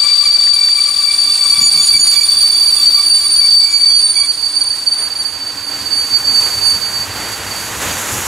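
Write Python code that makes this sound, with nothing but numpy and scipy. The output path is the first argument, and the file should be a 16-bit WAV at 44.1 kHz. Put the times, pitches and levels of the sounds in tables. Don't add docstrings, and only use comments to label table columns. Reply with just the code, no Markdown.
import sys
import numpy as np
from scipy import signal
from scipy.fft import rfft, irfft, next_fast_len
from scipy.io import wavfile
from scipy.ndimage import uniform_filter1d, minimum_filter1d

SR = 44100
rng = np.random.default_rng(int(sys.argv[2]) if len(sys.argv) > 2 else 0)


def store_wav(level_fs):
    pcm = np.round(np.clip(np.atleast_2d(level_fs), -1, 1) * 32767)
    wavfile.write(sys.argv[1], SR, pcm.T.astype(np.int16))


N = 364707
TIME = np.arange(N) / SR

# t/s, left minus right/dB
PAN_PATH = [(0, 6), (.7, 4), (1.5, 0.5), (2.65, -3.5), (3.6, -1), (4.3, -7.5), (4.9, -5), (5.45, -7.5),
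            (6.3, -6.5), (6.7, -6), (8.27, -6)]
# t/s, relative level/dB
ROAR_LEVEL = [(0, -40.5), (.7, -43), (2.1, -39), (3.6, -41.5), (4.8, -40), (5.6, -37), (6.4, -33.5),
              (7.7, -29.5), (8.0, -27.5), (8.27, -27)]


def from_db(db):
    return 10 ** (np.asarray(db) / 20)


def rms_one(x):
    return x / np.sqrt(np.mean(np.abs(x) ** 2) + 1e-20)


def in_time(rows):
    s, *columns = np.transpose(rows)
    return [np.interp(TIME, s, c) for c in columns]


def hump(middle_s, length_s):
    return 2 ** -np.minimum(np.abs(2 * (TIME - middle_s) / length_s), 4) ** 3


def drift(rate):
    pole = np.exp(-40 * np.pi * rate / SR)
    white = rng.standard_normal(N // 20 + 3002)
    slow = signal.lfilter([1], [1, -2 * pole, pole * pole], white)[3000:]
    return np.interp(np.arange(N) / 20, np.arange(len(slow)), rms_one(slow))


def halo(width):
    return (drift(width) + 1j * drift(width)) / np.sqrt(2)


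def spin(hz):
    return np.exp(2j * np.pi * np.cumsum(hz + np.zeros(N)) / SR)


def even(z, span_s):
    return z / np.sqrt(uniform_filter1d(np.abs(z) ** 2, max(int(span_s * SR), 8)) + 1e-6)


def tone(z):
    return np.sqrt(2) * z.real


def reflected(z, apart):
    side = apart * tone(z * halo(19))
    return tone(z) + np.array([side, -side])


def panned(x, pan_db):
    gains = from_db(np.array([pan_db, -pan_db]).reshape(2, -1) / 2)
    return x * gains / gains.mean(axis=0)


def band(x, low_hz, high_hz):
    return signal.sosfilt(signal.butter(2, [low_hz, high_hz], "band", fs=SR, output="sos"), x)


def noise(colour, apart, flutter_db, flutter_rate):
    hz, db = np.transpose(colour)
    size = next_fast_len(N)
    bins = np.maximum(np.fft.rfftfreq(size, 1 / SR), 1)
    roll_off = np.minimum(bins / hz[0], 1) ** 2 * np.minimum(hz[-1] / bins, 1) ** 2
    shape = roll_off * from_db(np.interp(np.log(bins), np.log(np.sort(hz)), db))
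    spectrum = rfft(rng.standard_normal((2, size))) * shape
    mid, side = rms_one(irfft(spectrum, size)[:, :N])
    return (mid + apart * np.array([side, -side])) * from_db(flutter_db * drift(flutter_rate))


def wheel_squeal(jitter=7.94, wander_hz=6.896, saturation=0.2, waver_db=1.84, overtone_waver_db=1.4):
    # t/s, main f/Hz, following f/Hz, leading f/Hz
    pitches = [(0, 4630, 4662, 4582), (1.2, 4617, 4655, 4575), (2.3, 4601, 4646, 4570),
               (3.3, 4592, 4638, 4568), (4.3, 4583, 4616, 4566), (5.6, 4579, 4600, 4564),
               (6.7, 4571, 4590, 4562), (8.27, 4565, 4580, 4560)]
    # t/s, following/dB, leading/dB, scattered sound/dB
    balance = [(0, -4.5, -8.5, -9.5), (1.2, -3, -1, -7.5), (2.2, -6, 0.5, -4.5), (3.1, -4.5, -7, -9),
               (3.7, -13, -19.5, -9), (4.6, -4.5, -9.5, -7), (6.4, -13, -9, -11.5), (8.27, -14, -4, -22)]
    # t/s, level/dB
    sustain = [(0, -9), (1.42, -11), (1.6, -7.5), (2.1, -7), (3.0, -10), (3.24, -12), (3.58, -5.5),
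               (3.68, -14), (4.0, -15), (4.35, -24), (4.8, -20.5), (5.57, -27.5), (6.0, -18.5),
               (6.85, -20.5), (7.12, -31), (7.6, -33), (7.75, -43), (8.27, -39)]
    # t/s, second harmonic/dB, third harmonic/dB
    overtones = [(0, -22, -37), (.8, -15.5, -35), (2.1, -13, -28.5), (3.3, -13.5, -28), (3.55, -18, -32),
                 (4.1, -3.5, -33), (4.6, -8, -34), (5.6, -19, -50), (8.27, -12.5, -50)]
    # middle t/s, length/s, tone/dB, second harmonic/dB
    flares = [(1.856, 0.058, -6, 4.5), (2.05, 0.1, -4.5, 5.5), (2.266, 0.035, -6, 6.5),
              (2.393, 0.053, -1.5, 5.5), (3.126, 0.11, 1.5, 8.5), (3.32, 0.16, -0.5, 7.5),
              (3.758, 0.032, 10, -2), (3.856, 0.085, 9, -1.5), (3.957, 0.058, 8.5, 2),
              (4.083, 0.11, 4, 5.5), (4.204, 0.088, 10.5, 3.5), (4.302, 0.034, 9.5, 1),
              (4.442, 0.11, 11, 0), (4.585, 0.099, 12, 7), (4.688, 0.073, 7, 2.5),
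              (4.883, 0.022, 10.5, 6.5), (4.93, 0.031, 7.5, 7), (5.014, 0.078, 4.5, 12),
              (5.227, 0.14, 5.5, 10.5), (5.466, 0.086, 6.5, 7), (5.68, .08, 4, 7.5), (5.98, 0.11, 5.5, 8),
              (6.15, 0.043, 4, -11), (6.276, 0.042, 9, -13), (6.376, 0.14, 7.5, 7), (6.689, 0.11, 9.5, 15),
              (6.988, 0.086, 9, -4), (7.278, .13, 7.5, 0), (7.59, 0.21, 7, 5), (7.92, 0.11, 12, 0)]
    following_gain, leading_gain, scatter = map(from_db, in_time(balance))
    jitter_hz = jitter * np.sqrt(2 * scatter)
    main, following, leading = [spin(hz + jitter_hz * drift(25.36)) for hz in in_time(pitches)]
    following, leading = [z * spin(wander_hz * drift(3.964)) for z in (following, leading)]
    first = main * (1 + scatter * halo(58.0)) + following_gain * following + leading_gain * leading
    first = even(first, 0.091)
    first = even(first / (1 + np.abs(first) ** 2) ** saturation, 0.07)
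    second = even(main ** 2 * (1 + 0.6 * halo(53)) + 0.93 * following_gain * following ** 2, 0.12)
    third = even(main ** 3 * (1 + 0.7 * halo(60)) + 0.7 * following_gain * following ** 3, 0.25)
    held_db, = in_time(sustain)
    second_db, third_db = in_time(overtones)
    flare_db, second_flare_db = sum(np.outer(lifts, hump(s, length)) for s, length, *lifts in flares)
    pan_db, = in_time(PAN_PATH)
    level = from_db(held_db + flare_db + waver_db * drift(10))
    out = panned(level * reflected(first, apart=0.31), pan_db)
    out = band(out, 4460, 4760)
    for z, db in ((second, second_db + second_flare_db), (third, third_db)):
        level = from_db(held_db + db + overtone_waver_db * drift(9.6))
        out = out + panned(level * reflected(z, apart=0.094), 0.53 * pan_db)
    return out


def shoe_chatter(jitter_hz=3.5, blur=0.93, blur_hz=49.5, catch_db=1.7, grit_db=3.0):
    # t/s, f/Hz
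    slip_pitch = [(0, 1168), (1.3, 1164), (1.8, 1156), (3, 1157), (3.7, 1148), (4.4, 1145)]
    # t/s, level/dB
    sustain = [(0, -38.5), (1.4, -35.5), (2.2, -40), (2.9, -43), (3.8, -48), (4.6, -51.5), (5.5, -96)]
    # harmonic number, level against the chatter/dB
    partials = [(1, -2.5), (2, -1), (3, 0), (5, -7), (6, 0.5), (7, 2.5), (9, -27), (10, -17.5), (11, -20)]
    # middle t/s, length/s, level/dB, harmonic number
    judders = [(0.085, 0.092, -28, 2), (0.257, 0.048, -29, 2), (.62, .06, -32, 2), (0.789, 0.022, -23, 2),
               (1.104, 0.076, -26.5, 2), (1.455, 0.031, -30, 1), (1.563, 0.041, -28.5, 2),
               (1.651, 0.059, -12, 6), (1.783, 0.03, -27, 2), (1.838, 0.085, -19, 6), (1.958, .04, -21, 2),
               (2.002, 0.043, -12.5, 6), (2.073, 0.19, -24.5, 6), (2.157, 0.029, -36, 1),
               (2.197, 0.11, -26.5, 2), (2.226, .05, -25, 6), (2.686, .04, -35, 2), (2.813, .08, -41, 1),
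               (2.997, 0.069, -31.5, 1), (3.26, 0.041, -37.5, 1), (3.442, 0.058, -31, 2),
               (3.712, 0.17, -32.5, 2), (3.74, 0.085, -27.5, 6), (3.894, 0.12, -37.5, 2),
               (4.207, 0.1, -28, 2)]
    # leaping harmonic number, send/dB
    spill = [(1, -6), (2, -19), (6, -37)]
    slip = spin(in_time(slip_pitch)[0] + jitter_hz * drift(20.07))
    leaps = {}
    for s, length, db, k in judders:
        leaps[k] = leaps.get(k, 0) + from_db(db) * hump(s, length)
    bed = from_db(in_time(sustain)[0] + catch_db * drift(10))
    bed = bed + sum(from_db(db) * leaps[k] for k, db in spill)
    out = 0
    for k, db in partials:
        partial = even(slip ** k * (1 + blur * halo(blur_hz)), 0.063)
        sputter = from_db(db + grit_db * drift(12.0))
        out = out + np.hypot(bed * sputter, leaps.get(k, 0)) * reflected(partial, apart=0.076)
    return out


def shoe_hiss():
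    # t/s, level/dB
    fader = [(0, -24), (.7, -27), (2.1, -24), (3.3, -27), (4.1, -31.5), (4.9, -33.5), (5.45, -36.5),
             (6.45, -30), (7.2, -39), (8.27, -39)]
    # f/Hz, relative density/dB
    colour = [(1200, -20), (2500, -8), (2950, -6.5), (3500, -4), (4200, 6), (4950, 4.5), (5500, -5.5),
              (6400, -7), (7500, -4.5), (8700, -1), (9500, -3), (10500, -14.5), (12000, -27), (14000, -24),
              (15500, -33)]
    hiss = noise(colour, apart=0.32, flutter_db=1.97, flutter_rate=24)
    return panned(from_db(in_time(fader)[0]) * hiss, 0.81 * in_time(PAN_PATH)[0])


def rolling(rumble_db=-44.5, roar_trim_db=3.5, body_db=-34):
    # f/Hz, relative density/dB
    rumble_colour = [(25, -22), (45, -16.5), (65, -3), (80, -3.5), (100, 1), (140, -9.5), (200, -8),
                     (330, -10), (500, -24.5), (1200, -60)]
    # f/Hz, relative density/dB
    roar_colour = [(120, -12), (300, -9), (450, -0.5), (660, -2), (850, 0.5), (1500, 1.5), (2100, -1),
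                   (2800, -3), (4200, -7), (6000, -17), (15000, -60)]
    # f/Hz, width/Hz, relative level/dB
    body_modes = [(352, 11, -20), (596, 8.8, -23), (807, 26, -16), (910, 17, -19), (1003, 14, -20),
                  (1072, 28, -18.5), (1530, 32, -18.5)]
    # t/s, level/dB
    drone_fader = [(0, -63), (1.3, -50), (2.3, -52), (3.0, -45.5), (3.5, -53.5), (4.4, -49), (5.2, -50),
                   (5.8, -43), (6.6, -51), (8.27, -45.5)]
    roar_db, = in_time(ROAR_LEVEL)
    change_db = roar_db - roar_db.mean()
    rumble = noise(rumble_colour, apart=0.04, flutter_db=2.2, flutter_rate=7.4)
    rumble *= from_db(rumble_db + 1.28 * change_db)
    roar = noise(roar_colour, apart=0.12, flutter_db=0.56, flutter_rate=27)
    roar *= from_db(roar_db + chuff_db() + roar_trim_db)
    body = sum(from_db(db) * tone(spin(hz) * halo(width)) for hz, width, db in body_modes)
    body *= from_db(body_db + 0.59 * change_db)
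    drone = from_db(in_time(drone_fader)[0]) * tone(spin(hz=285) * halo(15.5))
    return rumble + drone + panned(roar + body, 0.45 * in_time(PAN_PATH)[0])


def steam_hiss(chuff_share=0.55):
    # t/s, level/dB
    fader = [(0, -50), (.6, -49), (1.0, -37.5), (2.0, -32), (2.8, -39.5), (4.0, -38), (4.8, -37.5),
             (5.5, -37.5), (6.5, -28), (7.1, -30.5), (7.7, -27), (8.27, -21.5)]
    # f/Hz, relative density/dB
    colour = [(2500, -44), (4500, -8), (5500, 4), (6800, 10), (7800, 6.5), (9200, 1), (11000, 5),
              (12500, 0), (14000, -4.5), (15600, -14)]
    level = from_db(in_time(fader)[0] + chuff_share * chuff_db())
    return level * noise(colour, apart=0.06, flutter_db=0.8, flutter_rate=14)


def wheel_side_modes():
    # start t/s, end t/s, f/Hz, width/Hz, level/dB
    modes = [ (.2, 2.6, 2695, 25, -45), (1.5, 1.78, 5140, 30, -35), (1.62, 1.82, 808, 15, -44),
             (2.22, 2.44, 3460, 40, -37), (2.48, 2.66, 3440, 40, -39), (2.62, 2.9, 7950, 60, -35),
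             (2.74, 2.86, 3510, 30, -35), (2.74, 2.84, 2680, 25, -39), (3.07, 3.17, 2740, 40, -41),
             (3.1, 3.24, 7340, 30, -33), (3.2, 3.85, 5135, 35, -35), (3.2, 5.0, 4275, 55, -34),
             (3.5, 3.72, 7900, 50, -35), (3.87, 4.02, 5890, 70, -35), (3.87, 4.0, 3350, 90, -35),
             (4.02, 4.14, 3750, 40, -38), (4.12, 4.26, 5890, 80, -38), (4.12, 4.28, 3350, 150, -37),
             (6.6, 6.78, 4200, 40, -34)]
    out = np.zeros(N)
    for start, end, hz, width, db in modes:
        swell = np.sin(np.pi * np.clip((TIME - start) / (end - start), 0, 1))
        out += from_db(db) * swell * tone(spin(hz) * (0.5 + halo(width)))
    return out


def ticks(ring_hz=1900, decay_s=0.0015):
    # t/s, level/dB
    cues = [(0.474, -15.5), (0.686, -17), (0.690, -21), (4.741, -21)]
    clicks = np.zeros(N)
    for s, db in cues:
        clicks[int(s * SR)] = from_db(db)
    pole, angle = np.exp(-1 / (decay_s * SR)), 2 * np.pi * ring_hz / SR
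    return signal.lfilter([0, np.sin(angle)], [1, -2 * pole * np.cos(angle), pole * pole], clicks + 1e-18)


def thumps(low_hz=89.5, high_hz=250, decay_s=0.047):
    # t/s, level/dB
    cues = [(1.575, -34), (1.615, -35), (1.75, -38), (1.80, -45), (1.94, -33), (1.985, -43)]
    envelope = sum(from_db(db) * (TIME >= s) * np.exp(-np.minimum(np.abs(TIME - s) / decay_s, 20))
                   for s, db in cues)
    return envelope * rms_one(band(rng.standard_normal(N), low_hz, high_hz))


def chuff_db(attack_s=0.011, hold_s=0.06, decay_s=0.065):
    # t/s, lift/dB
    beats = [(4.97, 4), (5.69, 3), (6.4, 3), (7.15, 2.5), (7.81, 4.5)]
    lift_db = np.zeros(N)
    for s, db in beats:
        rise = np.clip((TIME - s) / attack_s, 0, 1)
        fall = np.exp(-np.maximum(TIME - s - attack_s - hold_s, 0) / decay_s)
        lift_db += db * rise * fall
    return lift_db


def chimney_puffs(trim_db=2.0, low_hz=260, high_hz=1100):
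    envelope = from_db(in_time(ROAR_LEVEL)[0] + trim_db) * (from_db(chuff_db()) - 1)
    return envelope * rms_one(band(rng.standard_normal(N), low_hz, high_hz))


def scene():
    rasp = panned(shoe_chatter() + wheel_side_modes(), 0.45 * in_time(PAN_PATH)[0])
    knocks = panned(thumps(), pan_db=-7.5) + ticks()
    return wheel_squeal() + rasp + rolling() + shoe_hiss() + steam_hiss() + chimney_puffs() + knocks


def limiter(x, ceiling_db, release_db_per_s):
    over_db = np.maximum(20 * np.log10(np.abs(x).max(axis=0) + 1e-9) - ceiling_db, 0)
    ramp = release_db_per_s * TIME
    gain_db = minimum_filter1d(ramp - np.maximum.accumulate(over_db + ramp), size=256)
    return x * from_db(uniform_filter1d(gain_db, size=256))


def record(dry):
    held = limiter(dry, ceiling_db=-0.1, release_db_per_s=200.0)
    return signal.sosfiltfilt(signal.ellip(10, 0.02, 60, 15700, fs=SR, output="sos"), held)


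dry = scene()
out = record(dry)
store_wav(out)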